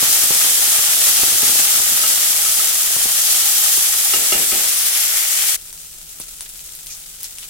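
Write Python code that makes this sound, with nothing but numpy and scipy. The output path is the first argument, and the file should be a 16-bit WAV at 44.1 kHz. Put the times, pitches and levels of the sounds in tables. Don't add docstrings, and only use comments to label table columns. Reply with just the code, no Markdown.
import sys
import numpy as np
from scipy import signal
from scipy.fft import rfft, irfft
from scipy.io import wavfile
from scipy.ndimage import uniform_filter1d, map_coordinates

SR = 44100
rng = np.random.default_rng(int(sys.argv[2]) if len(sys.argv) > 2 else 0)


def wav_record(signal):
    frames = np.transpose(np.atleast_2d(signal))
    bounded = np.clip(frames, -1, 1)
    quanta = np.round(bounded * 32767).astype(np.int16)
    wavfile.write(sys.argv[1], SR, quanta)


N = 330309
TIME = np.arange(N) / SR
JUMP_S = 5.560
FLARE_RISE_S, FLARE_FADE_S = .1, 0.26
# t/s, boost/dB, hold/s
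TURNS = [(-0.1, 1.5, 0.85), (0.968, 2.0, 0.22), (1.351, 1.5, 0.33), (2.0, 1.2, 0.12), (3.139, 2, 0.59),
         (4.0, 0.9, 0.27)]


def fresh_onions(fizz_db=-14.0, bubbling_db=-24.5, surge_db=.5):
    # f/Hz, relative level/dB
    fizz_tone = [(1500, -44), (3000, -8), (4200, -5.5), (5400, -1), (7800, 2), (9400, 1), (10800, 2),
                 (12500, -1), (14000, -1), (16000, -7.5)]
    bubbling_tone = [(100, -19.5), (300, -17), (700, -11), (1050, -9.5), (1300, -4.5), (2000, -1.5),
                     (3000, 0.5), (4200, -2), (8000, -15.5)]
    # f/Hz, width/Hz, gain/dB
    bowl_notes = [(384, 36, -1.5), (489, 23, 2), (655, 77, 3), (814, 27, 7), (1230, 220, -5),
                  (1875, 42, -6.5), (3320, 450, -6)]
    flare_db = flare()
    surge = from_db(surge_db * drift(45))
    fizz = coloured(bubbles(per_s=7000, spread_db=2.5, echo_db=2.0), fizz_tone) * panned(0.89)
    bubbling = coloured(bubbles(per_s=2200, spread_db=3.0, echo_db=0), bubbling_tone) * panned(-1.2)
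    bowl = sum(from_db(db) * resonance(bubbling, hz, width) for hz, width, db in bowl_notes)
    fizz_gain = from_db(fizz_db - .32 * TIME + flare_db)
    bubbling_gain = from_db(bubbling_db - 0.67 * TIME + 0.64 * flare_db)
    return surge * (fizz_gain * fizz + bubbling_gain * unit_level(bubbling + bowl))


def bubbles(per_s, spread_db, echo_db):
    # right ear's delay/samples, left minus right/dB
    places = [(-9, -1), (-6, 0), (-4, 1), (-3, 2), (-2, 2), (0, 3), (3, 3)]
    direct = np.zeros((2, N))
    for lag, pan_db in places:
        bursts = rng.random(N) < per_s / len(places) / SR
        strength = from_db(spread_db * np.minimum(rng.exponential(1, N), 4.5))
        clicks = bursts * strength * rng.choice([-1, 1], N)
        direct += np.array([clicks, np.roll(clicks, lag)]) * panned(pan_db)
    direct = unit_level(direct)
    echo_power = signal.lfilter([1 / 400], [1, 1 / 400 - 1], np.mean(direct ** 2, axis=0))
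    return unit_level(direct + from_db(echo_db) * np.sqrt(echo_power) * rng.standard_normal((2, N)))


def flare():
    return sum(db * np.minimum(since(s) / FLARE_RISE_S, 1) * np.exp(-since(s + hold) / FLARE_FADE_S)
               for s, db, hold in TURNS)


def stirring(settle_db_per_s=9):
    # t/s, level/dB
    sputter_levels = [(0.0, -40.5), (0.91, -49), (1.4, -40), (2.3, -49), (4.05, -57.5)]
    # t/s, peak before panning/dB
    bumps = [(0.028, -16.5), (0.307, -17.5), (0.792, -21), (1.07, -22.5), (1.234, -18.5), (1.432, -19),
             (1.494, -21), (1.922, -23), (2.965, -21.5), (3.057, -22), (3.777, -24.5)]
    # f/Hz, relative level/dB
    thud_tone = [(25, -6), (70, -1.5), (280, -1), (600, -1.5), (1100, -4), (9000, -28)]
    lifted_s = sputter_levels[-1][0]
    sputter_db = curve(sputter_levels) - settle_db_per_s * since(lifted_s)
    out = coloured(from_db(sputter_db) * bubbles(per_s=420, spread_db=3.5, echo_db=-6.5), thud_tone)
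    click = signal.unit_impulse(16384)
    for s, db in bumps:
        bump = coloured(click + from_db(3.5) * echoes(fade_s=0.071), thud_tone)
        add(out, s, from_db(db) * bump / np.abs(bump.mean(axis=0)).max())
    return out * panned(-16.0)


def knocks(chatter_s=0.063, rattle_s=0.63, size=12000):
    # t/s, ring level/dB, f favoured by the spot hit/Hz, reach around it/octaves, rattle level/dB
    hits = [(2.036, -18.5, 1300, 0.87, -13), (2.46, -22, 1300, .5, -21), (2.598, -19.5, 1310, 0.54, -20),
            (4.136, -17.5, 1300, 2.2, 7.5), (4.322, -17, 1700, 2.6, 10.5), (4.519, -23.5, 700, 1.7, 7)]
    # f/Hz, level/dB, time to fade by 60 dB/s
    steel_notes = [(377, -7, 0.19), (466, -11, 0.12), (640, -12, 0.081), (817, -14, 0.11),
                   (1292, -3, 0.077), (2140, -9, 0.13), (2830, 0, 0.23), (2760, -2, .05), (2890, -5, .06),
                   (3400, -6, .08), (4450, -4.5, 0.085), (5360, 2, 0.057)]
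    # f/Hz, relative level/dB
    rattle_tone = [(40, -10), (130, -11), (220, -5), (450, -1.5), (750, -5), (1050, -15), (2500, -6),
                   (7000, -32)]
    t = TIME[:size]
    ringing, rattle = np.zeros((2, 2, N))
    for s, db, favoured_hz, reach, rattle_db in hits:
        for hz, note_db, fade_s in steel_notes:
            gain = from_db(db + note_db) * np.exp(-(np.log2(hz / favoured_hz) / reach) ** 2 / 2)
            phase = 2 * np.pi * (hz * t + rng.random() + 0.12 * rng.standard_normal((2, 1)))
            add(ringing, s, gain * np.sin(phase) * from_db(-60 * t / fade_s))
        chatter = rng.standard_normal((2, size)) * from_db(-60 * t / chatter_s)
        add(ringing, s, from_db(db - 19) * chatter)
        add(rattle, s, from_db(rattle_db) * echoes(rattle_s))
    return ringing + coloured(rattle, rattle_tone)


def spatula_echo(sizzle, pass_s=4.9, spread_s=0.44):
    # t/s, delay/ms
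    delays = [(4.0, 0.29), (4.94, .2), (5.05, .157), (5.55, .12)]
    left, right = sizzle
    echo = map_coordinates(left, [np.arange(N) - curve(delays) * SR / 1000], order=3)
    treble = echo - uniform_filter1d(echo, size=5)
    echo_gain = 0.27 * np.exp(-((TIME - pass_s) / spread_s) ** 2 / 2)
    hollow_gain = 1.2 * since(delays[0][0])
    left = left + echo_gain * treble + hollow_gain * resonance(left, hz=2150, width_hz=600)
    lean_left_db = 0.15 * hollow_gain
    return np.array([left, right]) * from_db([lean_left_db / 2, -lean_left_db / 2])


def soft_onions(start_db=-35, build_db_per_s=.5, waver_db=0.1):
    # f/Hz, relative level/dB
    sizzle_tone = [(150, -43), (250, -26), (379, -11), (428, -15.5), (857, -12.5), (1150, -21),
                   (1210, -9.5), (1740, -11), (3550, -3.5), (4150, -4.5), (6990, 1), (7620, 3), (15800, -4)]
    fine = coloured(bubbles(per_s=1500, spread_db=3.0, echo_db=3.0), sizzle_tone) * panned(1.3)
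    large = resonance(bubbles(per_s=30, spread_db=3.0, echo_db=-6), hz=3600, width_hz=3000)
    level_db = start_db + build_db_per_s * since(JUMP_S) + waver_db * drift(14)
    return from_db(level_db) * (fine + from_db(-18.5) * unit_level(large))


def oil_pops(crack_s=0.0004, fat_drop_s=6.201, size=512):
    # t/s, peak before panning and echoes/dB, f/Hz
    pops = [(5.7284, -15, 8370), (5.777, -20, 8540), (6.2, -10.5, 10600), (6.408, -11.5, 8600),
            (6.4918, -17, 10100), (6.5757, -22, 11100), (6.593, -20, 7340), (6.6415, -23, 11000),
            (6.7518, -16, 10400), (6.861, -18, 10900), (6.869, -15, 7670), (7.2314, -7.5, 11400),
            (7.2433, -11.5, 5960), (7.385, -12.5, 8860)]
    out = np.zeros((2, N))
    for s, db, hz in pops:
        burst = rng.standard_normal(size) * np.exp(-TIME[:size] / crack_s)
        crack = resonance(burst, hz, width_hz=5300)
        add(out, s, from_db(db) * crack / np.abs(crack).max() * panned(3.9))
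    low_band = signal.butter(1, [70, 700], "band", fs=SR, output="sos")
    thump = signal.sosfilt(low_band, signal.unit_impulse(size))
    add(out, fat_drop_s, from_db(-1) * thump)
    bowl = from_db(-6) * echoes(fade_s=0.012)
    kitchen = from_db(-1) * echoes(fade_s=.15)
    return out + convolved(out, bowl + kitchen)


def steam_and_spatter():
    # t/s, length/s, level/dB, f/Hz, width/Hz
    hisses = [(6.203, 0.049, -34, 5500, 5000), (6.457, .02, -37.5, 3000, 2000),
              (6.899, 0.075, -32, 6100, 2200), (6.892, .035, -45, 2430, 120), (7.24, 0.04, -33, 4600, 5500),
              (7.422, 0.04, -36.5, 3060, 1500)]
    out = np.zeros((2, N))
    for s, flare_db, _ in TURNS:
        gain = flare_db * from_db(-32)
        add(out, max(s + FLARE_RISE_S / 2, 0), gain * hiss(length_s=0.45, hz=4900, width_hz=2300))
    for s, length_s, db, hz, width_hz in hisses:
        add(out, s, from_db(db) * hiss(length_s, hz, width_hz))
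    return out


def hiss(length_s, hz, width_hz):
    swell = np.sin(np.pi * np.sqrt(np.minimum(TIME[:SR] / length_s, 1)))
    return swell * unit_level(resonance(rng.standard_normal((2, SR)), hz, width_hz))


def burner(rumble_db=-50, hum_db=-68, hum_hz=156):
    # f/Hz, relative level/dB
    flame_tone = [(15, -6), (33, 3), (55, -5), (90, -11.5), (128, -20), (156, -7.5), (190, -18),
                  (300, -19.5), (1200, -29)]
    noise = rng.standard_normal(N) + .5 * rng.standard_normal((2, N))
    rumble = coloured(noise, flame_tone)
    hum = np.sin(2 * np.pi * hum_hz * TIME + .8 * drift(6.7))
    return from_db(rumble_db) * unit_level(rumble) + from_db(hum_db) * unit_level(hum)


def echoes(fade_s, alike_hz=1300, size=16384):
    middle, side = rng.standard_normal((2, size))
    side_highs = signal.sosfilt(signal.butter(1, alike_hz, "high", fs=SR, output="sos"), side)
    side = .5 * side + .5 * side_highs
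    tail = (middle + side * [[1], [-1]]) * from_db(-60 * TIME[:size] / fade_s)
    return unit_level(tail) / np.sqrt(size)


def coloured(x, tone, size=4096):
    hz, db = np.transpose(tone)
    grid_hz = np.linspace(1, SR / 2, size // 2 + 1)
    gains = from_db(np.interp(np.log(grid_hz), np.log(hz), db))
    cepstrum = irfft(np.log(gains))
    one_sided = 2 * cepstrum[:size // 2] * (np.arange(size // 2) > 0)
    response = irfft(np.exp(rfft(one_sided, size)))
    return convolved(x, response / np.linalg.norm(response))


def resonance(x, hz, width_hz):
    r = np.exp(-np.pi * width_hz / SR)
    feedback = [1, -2 * r * np.cos(2 * np.pi * hz / SR), r * r]
    return signal.lfilter(np.array([1, 0, -1]) * (1 - r * r) / 2, feedback, x + 1e-18)


def convolved(x, response):
    return signal.oaconvolve(np.atleast_2d(x), np.atleast_2d(response), axes=-1)[:, :N]


def drift(per_s):
    points = rng.standard_normal(4000)
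    return unit_level(np.interp(TIME * per_s, np.arange(len(points)), points))


def add(out, s, sound):
    part = out[:, round(s * SR):][:, :sound.shape[-1]]
    part += sound[..., :part.shape[-1]]


def curve(rows):
    return np.interp(TIME, *np.transpose(rows))


def since(s):
    return np.maximum(TIME - s, 0)


def panned(db):
    return from_db(np.array([[db], [-db]]) / 2)


def from_db(db):
    return 10 ** (np.asarray(db) / 20)


def unit_level(x):
    return x / np.sqrt(np.mean(x ** 2) + 1e-20)


def scene(fade_s=0.015):
    later = np.clip((TIME - JUMP_S) / fade_s + .5, 0, 1)
    stir_fry = spatula_echo(fresh_onions()) + stirring() + knocks()
    return (1 - later) * stir_fry + later * soft_onions() + oil_pops() + steam_and_spatter() + burner()


def record(dry, cutoff_hz=15950):
    low_pass = signal.ellip(12, .1, 80, cutoff_hz, fs=SR, output="sos")
    return signal.sosfilt(low_pass, np.clip(dry, -1, 1))


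dry = scene()
out = record(dry)
wav_record(out)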